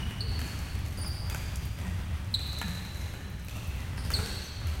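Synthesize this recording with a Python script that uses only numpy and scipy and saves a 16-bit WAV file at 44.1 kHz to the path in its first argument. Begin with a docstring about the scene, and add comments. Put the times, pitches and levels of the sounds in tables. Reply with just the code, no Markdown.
"""Floor hockey practice

Floor hockey in a large wooden gym, heard from the side of the court. The floor rumbles under many feet
and far play blurs into a wash: both are filtered noise. Brushes on the varnish and the bright edge of some
knocks are grainy hiss; low booms, mostly heavy footfalls, are unsteady tones. Sticks clack on ball and
boards as damped rings with a hard tick. Rubber soles squeak in short stick-slip chirps.
The hall rings on after squeaks, knocks, taps and hiss."""
import sys
import numpy as np
from scipy import signal
from scipy.fft import rfft, irfft, next_fast_len
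from scipy.io import wavfile

SR = 44100
rng = np.random.default_rng(int(sys.argv[2]) if len(sys.argv) > 2 else 0)


def int16_out(signal):
    """Quantize to a 16-bit WAV file."""
    q = np.round(np.clip(np.atleast_2d(signal).T, -1, 1) * 32767)
    wavfile.write(sys.argv[1], SR, q.astype(np.int16))


N = 211672  # length of the scene [samples]


def gain_of(db):
    """Turns decibels into an amplitude factor."""
    return 10 ** (np.asarray(db) / 20)


def evened(x):
    """Scales a sound to rms 1."""
    return x / np.sqrt(np.mean(x ** 2) + 1e-20)


def unit_blow(x):
    """Scales a short sound to the energy of 10 ms at rms 1."""
    return x * np.sqrt(.01 * SR / np.sum(x ** 2))


def read(points, hz):
    """Reads a curve between its points, on a log-frequency axis."""
    f, value = np.transpose(points)
    return np.interp(np.log(hz + 1), np.log(f + 1), value)


def coloured(x, points):
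    """Filters a sound by a spectrum in dB."""
    size = next_fast_len(len(x))
    gain = gain_of(read(points, np.fft.rfftfreq(size, 1 / SR)))
    return irfft(rfft(x, size) * gain, size)[:len(x)]


def click(points, size=2048):
    """Makes one sharp click with the given spectrum, all of its sound after the onset."""
    log_gain = np.log(gain_of(read(points, abs(np.fft.fftfreq(size, 1 / SR)))))
    return np.fft.ifft(np.exp(np.conj(signal.hilbert(log_gain)))).real


def add(mix, s, sound):
    """Mixes a sound in at time s, which may lie before the start."""
    at = round(s * SR)
    sound = sound[max(-at, 0):]
    part = mix[max(at, 0):][:len(sound)]
    part += sound[:len(part)]


def wander(size, rate_hz):
    """Makes a random curve of rms 1 that takes a new direction rate_hz times a second."""
    knots = np.arange(size) * rate_hz / SR
    return evened(np.interp(knots, np.arange(512), rng.standard_normal(512)))


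# ring of the hall: (frequency [Hz], time to fall by 60 dB [s])
HALL_RING = [(100, 0.69), (500, 1.88), (1500, 1.5), (4000, 2.33), (6000, 1.8), (9000, 1.2), (15000, 1.14)]
# first reflections from floor and walls, each moved by up to 15 %: (time [s], level against the tail [dB])
FIRST_ECHOES = [(0.011, -11), (.025, -10.5), (0.074, -11.5)]


def hall_path(build_s=0.039, scatter_s=0.00055):
    """The hall from one spot: a few scattered echoes, and a dense tail that builds up and dies by band."""
    hz, t, bands = signal.stft(rng.standard_normal(3 * SR // 2), SR, nperseg=256)
    fade = gain_of(-60 * t / read(HALL_RING, hz)[:, None])
    tail = signal.istft(bands * fade, SR, nperseg=256)[1]
    tail *= 1 - np.exp(-np.arange(len(tail)) / SR / build_s)
    tail /= np.linalg.norm(tail)
    for delay, db in FIRST_ECHOES:
        echo = rng.standard_normal(256) * np.exp(-np.arange(256) / SR / scatter_s)
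        add(tail, delay * rng.uniform(.85, 1.15), gain_of(db) * echo / np.linalg.norm(echo))
    return tail


def in_hall(source, hall_db, count=2, wall_delay_s=.0135, wall_db=-11):
    """Joins direct sound, one near-wall echo and hall; the random fine detail is drawn anew for each."""
    ring = sum(signal.fftconvolve(source(), hall_path()) for _ in range(count))
    heard = gain_of(hall_db) / np.sqrt(count) * ring
    add(heard, 0, source())
    add(heard, wall_delay_s, gain_of(wall_db) * source())
    return heard


# tone of the floor rumble, only its shape counts: (frequency [Hz], relative level per Hz [dB])
RUMBLE_TONE = [(10, -29), (25, -8), (40, -14.5), (60, 2), (82, 0.5), (105, -3), (150, -11), (200, -14.5),
               (260, -25), (400, -41), (900, -60)]
# tone of the wash of far play, only its shape counts: (frequency [Hz], relative level per Hz [dB])
WASH_TONE = [(100, 11), (300, 7.5), (500, -0.5), (900, 2), (1700, 0.5), (2700, 0), (3600, -5), (5000, -9.5),
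             (7500, -16), (9500, -11.5), (13000, -22.5), (16000, -21)]
# loudness of the running feet, before rumble_db is added: (time [s], level [dB])
RUNNING_LEVEL = [(0.0, -37), (0.07, -29), (0.11, -37.5), (0.33, -32.5), (0.37, -35), (2.51, -36),
                 (2.52, -38.5), (3.75, -37), (4.2, -30.5), (4.26, -40.5), (4.34, -33), (4.45, -42.5),
                 (4.65, -36), (4.8, -36.5)]
# loudness of the far play, before wash_db and the waver are added: (time [s], level [dB])
FAR_PLAY_LEVEL = [(0.0, -44), (1.0, -49), (1.55, -46.5), (2.23, -47.5), (2.86, -50.5), (3.43, -51.5),
                  (4.17, -47), (4.8, -48.5)]


def background(rumble_db=1.63, wash_db=1.36, waver_db=1.38):
    """The floor rumbles under many feet; far play blurs into a wavering wash."""
    t = np.arange(N) / SR
    rumble = evened(coloured(rng.standard_normal(N), RUMBLE_TONE))
    rumble *= gain_of(rumble_db + np.interp(t, *np.transpose(RUNNING_LEVEL)))
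    wash = evened(coloured(rng.standard_normal(N), WASH_TONE))
    wash *= gain_of(wash_db + np.interp(t, *np.transpose(FAR_PLAY_LEVEL)))
    return rumble + wash * gain_of(waver_db * wander(N, 19))


def small_taps(count=30, clack_db=-55, tick_db=-56, spread_db=9, hall_db=5):
    """Light touches of sticks and shoes at random times, each up to spread_db weaker, with their ring."""
    taps = np.zeros(N)
    for when, pitch, weakness in rng.random((count, 3)):
        tap = knock(clack_db, .8 + pitch, tick_db)
        add(taps, when * N / SR, gain_of(-spread_db * weakness) * tap)
    return taps + gain_of(hall_db) * signal.fftconvolve(taps, hall_path())[:N]


# tone of the fine hiss, only its shape counts: (frequency [Hz], relative level [dB])
HISS_TONE = [(2000, -35), (6000, -30), (9000, 6), (12500, 6), (15000, 6), (16000, 4)]


def hiss_burst(db, t60_s=0.063, rise_s=.001, grain_db=3):
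    """Rough contact gives a brief, grainy hiss that rises fast and dies away."""
    t = np.arange(SR // 8) / SR
    grain = grain_db * wander(len(t), 590)
    shape = (1 - np.exp(-t / rise_s)) * gain_of(-60 * t / t60_s + grain)
    return gain_of(db) * unit_blow(coloured(rng.standard_normal(len(t)), HISS_TONE) * shape)


# clear bursts of high hiss: brushes on the varnish, and the bright edge of some knocks:
# (time [s], level [dB])
CLEAR_HISSES = [(0.619, -56), (.985, -50), (1.076, -47), (1.27, -57), (1.299, -47), (1.651, -48),
                (2.47, -51), (3.446, -52), (3.67, -50), (4.104, -46)]


def hisses(hall_db=-3, count=10, light_db=-57):
    """The clear bursts of hiss and some light ones at random times, with their faint ring in the hall."""
    direct = np.zeros(N)
    for s, db in CLEAR_HISSES:
        add(direct, s, hiss_burst(db))
    for when in rng.random(count):
        add(direct, when * N / SR, hiss_burst(light_db))
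    return direct + gain_of(hall_db) * signal.fftconvolve(direct, hall_path())[:N]


# how long a low boom lasts: (frequency [Hz], time to fall by 60 dB [s])
BOOM_TIME = [(80, 0.35), (185, 1.12), (290, 0.17), (390, 1.13)]


def low_boom(db, hz, rise_s=0.016, spread=0.086):
    """A tone of unsteady pitch that swells and dies, as when a foot loads the sprung boards."""
    t = np.arange(SR) / SR
    unsteady_hz = hz * (1 + spread * wander(SR, 42.8))
    tone = np.sqrt(2) * np.sin(2 * np.pi * np.cumsum(unsteady_hz) / SR)
    return tone * (1 - np.exp(-t / rise_s)) * gain_of(db - 60 * t / read(BOOM_TIME, hz))


# low booms: most are heavy footfalls, a few are fainter wandering tones at 290 to 400 Hz:
# (time [s], level [dB], middle pitch [Hz])
LOW_BOOMS = [(.2, -48, 400), (.296, -22, 76.3), (0.405, -32.5, 287.5), (1.268, -25.5, 85),
             (1.83, -37, 176.5), (1.904, -29, 81.3), (2.09, -24.5, 79.8), (2.63, -34, 180.2),
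             (3.03, -27.5, 80.4), (3.259, -40, 166.7), (3.988, -23, 71.7), (4.137, -22.5, 80.4),
             (4.141, -37.5, 184), (4.149, -42, 399.7), (4.643, -20.5, 76.7)]


def add_low_booms(mix):
    """Plays the low booms, without hall."""
    for s, *boom in LOW_BOOMS:
        add(mix, s, low_boom(*boom))


def struck(modes, pitch, t):
    """Rings damped modes; each blow lands on another spot, which detunes and weighs them a little."""
    hz, db, t60 = np.transpose(modes)[:, :, None]
    detune, weight = rng.standard_normal((2, len(modes), 1))
    direction = rng.choice([-1, 1], hz.shape)
    swing = direction * np.sin(2 * np.pi * hz * pitch * (1 + 0.039 * detune) * t)
    return unit_blow(np.sum(gain_of(db + 2.0 * weight - 60 * t / t60) * swing, 0))


# hollow plastic blade and ball:
# (frequency before the pitch factor [Hz], relative level [dB], time to fall by 60 dB [s])
BLADE_RING = [(1030, 0, 0.02), (1382, -5.5, 0.028), (1628, -1.5, 0.038), (1923, 1, 0.039),
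              (2313, 0.5, 0.012), (2710, 1, 0.013), (3355, 0.5, 0.01)]
# boards and shaft under a blow:
# (frequency before the pitch factor [Hz], relative level [dB], time to fall by 60 dB [s])
BOARD_RING = [(291, -2, 0.056), (424, -2.5, 0.031), (519, 0, 0.021), (640, -3, 0.037), (797, 0, 0.021)]
# tone of hard contact, only its shape counts: (frequency [Hz], relative level [dB])
TICK_TONE = [(1000, -22), (3000, -16), (6000, 8.5), (9000, 5), (13000, 3.5), (16000, -11)]


def knock(clack_db, pitch, tick_db, snap_db=-6, grit_db=-2, grit_t60=0.016,
          rattle_db=-5, rattle_t60=0.068, buzz_db=-7, buzz_t60=0.093):
    """A hard gritty tick and a brief rattle, with the ring of the plastic blade and of the boards."""
    t = np.arange(SR // 8) / SR
    grit, hiss, buzz = rng.standard_normal((3, len(t)))
    contact = gain_of(grit_db) * unit_blow(coloured(grit, TICK_TONE) * gain_of(-60 * t / grit_t60))
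    contact += gain_of(rattle_db) * unit_blow(coloured(hiss, TICK_TONE) * gain_of(-60 * t / rattle_t60))
    add(contact, 0, gain_of(snap_db) * unit_blow(click(TICK_TONE)))
    # the blade chatters on after the first contact
    chatter = signal.fftconvolve(struck(BLADE_RING, pitch, t), buzz * gain_of(-60 * t / buzz_t60))[:len(t)]
    blade = struck(BLADE_RING, pitch, t) + gain_of(buzz_db) * unit_blow(chatter)
    # the boards give -49 dB for a soft clack of -45 dB, and follow 0.4 of every dB more
    board_db = -49 + .4 * (clack_db + 45)
    boards = gain_of(board_db) * struck(BOARD_RING, 0.933, t)
    return gain_of(tick_db) * contact + gain_of(clack_db) * blade + boards


# one row a blow of stick or ball:
# (time [s], clack level [dB], pitch factor [1], sharp tick level [dB], hall level [dB])
BLOWS = [ (0.1088, -46, 1.03, -55, 2), (0.3923, -43, 0.91, -46.5, 5.5), (.4160, -44, 1.63, -51, -0.5),
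         (0.5904, -58, 1.56, -49.5, -1), (.7538, -54, 1.3, -54, -6), (0.8618, -50, 1.11, -52, 5.5),
         (.985, -45.5, 0.47, -61, 5), (1.0458, -45.5, 0.69, -56, -12), (1.2193, -60.5, 0.62, -73, 15),
         (1.2989, -42, 1.35, -44, 3), (1.3468, -37, 0.84, -44, -6), (1.5580, -80, 2.2, -43, -3),
         (1.7877, -48.5, 0.98, -55.5, 10), (2.3934, -47, 1.26, -50, 5.5), (2.5307, -51, 0.73, -50.5, -1),
         (2.5872, -65, 1.1, -46, 0.5), (2.615, -32.5, 0.89, -42, -2.5), (2.6821, -47.5, 1.1, -49, 4),
         (2.9458, -53.5, 1.09, -54.5, 11.5), (3.1386, -47.5, .9, -58.5, 6.5),
         (3.4837, -46.5, 1.3, -49.5, 6), (3.5615, -52.5, .6, -55, 6), (3.8049, -54.5, 1.28, -55, 3),
         (3.9332, -49, 0.64, -67, 3.5), (3.9790, -43, 1, -58, -2.5), (4.0503, -52.5, 1.66, -52.5, 9),
         (4.104, -37, 0.83, -43.5, 4.5), (4.1178, -46.5, 1.87, -45.5, 5), (4.1900, -40.5, .8, -54, 0),
         (4.2599, -43.5, 1.65, -45.5, 4), (4.6160, -46, 0.71, -65, 5.5), (4.6711, -50.5, 1.42, -51, 7), ]


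def add_knocks(mix):
    """Plays each blow of stick or ball in the hall."""
    for s, *blow, hall_db in BLOWS:
        add(mix, s, in_hall(lambda: knock(*blow), hall_db))


def squeak(length, db, start_hz, drop, octave_db, jitter, flutter_db=1.0, third_db=-10, fourth_db=-16,
           bite_db=7, bite_s=0.0042, unrest_hz=900, slide_fade_db=2):
    """The tread sticks and slips thousands of times a second; the pitch drifts by drop and jitters with load."""
    t = np.arange(int(max(length, .002) * SR)) / SR
    along = t / t[-1]  # 0 to 1 over the chirp
    unrest = wander(len(t), unrest_hz)
    # the pitch sags as the foot slows; a negative drop makes it rise
    hz = start_hz * (1 - drop * along) * (1 + jitter * (unrest - unrest.mean()))
    phase = 2 * np.pi * np.cumsum(hz) / SR
    upper_db = min(octave_db, -16)
    overtones_db = [octave_db, upper_db + third_db, upper_db + fourth_db]
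    overtones = sum(gain_of(level) * np.sin(k * phase)
                    for k, level in enumerate(overtones_db, 2) if k * start_hz < SR / 2)
    bite = gain_of(bite_db * np.exp(-t / bite_s))  # the first slips are the harshest
    grip = np.clip(np.minimum(t, t[-1] - t) / .0006, 0, 1)  # fades in and out over 0.6 ms
    # the squeak weakens as the foot slows
    level = gain_of(db - slide_fade_db * along + flutter_db * wander(len(t), 562))
    return np.sqrt(2) * (np.sin(phase) + bite * overtones) * grip * level


# one row a chirp of a sole; a long skid or glide takes several rows:
# (time [s], length [s], level before fade and flutter [dB], start pitch [Hz],
# pitch drop [share], octave level before the bite [dB], pitch jitter [share], hall level [dB])
CHIRPS = [ (-.17, 0.058, -39.5, 2980, 0.041, -15.5, 0.028, -0.5),
          (.206, 0.012, -31, 4430, 0.016, -21, 0.033, -1), (0.974, 0.037, -48, 4900, .07, -5, 0.023, 5),
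          (1.014, 0.022, -47.5, 4880, 0.064, 5.5, .006, -12),
          (1.036, 0.025, -48, 5280, 0.055, -20, 0.025, -1),
          (1.062, 0.028, -41.5, 4930, 0.054, -6.5, .018, -5),
          (1.106, 0.0193, -42, 4760, 0.016, -28, 0.021, 1.5),
          (2.3406, 0.011, -21, 3970, -0.024, -21.5, 0.043, -5.5),
          (3.548, 0.068, -54, 2750, 0.086, -33, 0.016, 3),
          (3.757, 0.077, -57.5, 2043, 0.051, -18, 0.047, 4),
          (3.973, 0.036, -49.5, 4870, .05, -5, 0.087, 4.5), (4.118, .009, -45, 2900, -0.11, -22, .05, -10),
          (4.1368, 0.015, -25, 4515, 0.061, -19, 0.02, -7),
          (4.151, 0.022, -37.5, 4170, .1, -8, 0.029, -1.5),
          (4.167, .018, -48.5, 4570, 0.144, 3.5, 0.032, -1),
          (4.441, 0.032, -49, 6250, 0.05, -12, 0.027, -5), ]


def add_squeaks(mix):
    """Plays each chirp of a rubber sole in the hall."""
    for s, *slip, hall_db in CHIRPS:
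        add(mix, s, in_hall(lambda: squeak(*slip), hall_db))


def scene():
    """Low booms, knocks and squeaks over the background, the small taps and the bursts of hiss."""
    mix = background() + small_taps() + hisses()
    add_low_booms(mix)
    add_knocks(mix)
    add_squeaks(mix)
    return mix[None]


# microphone colour, with a notch from its port: (frequency [Hz], level [dB])
MIC_TONE = [(20, -1.5), (9600, -1), (10000, -1), (10400, -6), (11100, 0), (16000, 1.5)]


def record(dry):
    """Gives the sound its microphone colour, then removes what lies above about 16 kHz."""
    low_pass = signal.firwin(511, 16050, window=("kaiser", 9), fs=SR)
    return signal.oaconvolve(coloured(dry[0], MIC_TONE), low_pass, "same")[None]


dry = scene()
out = record(dry)
int16_out(out)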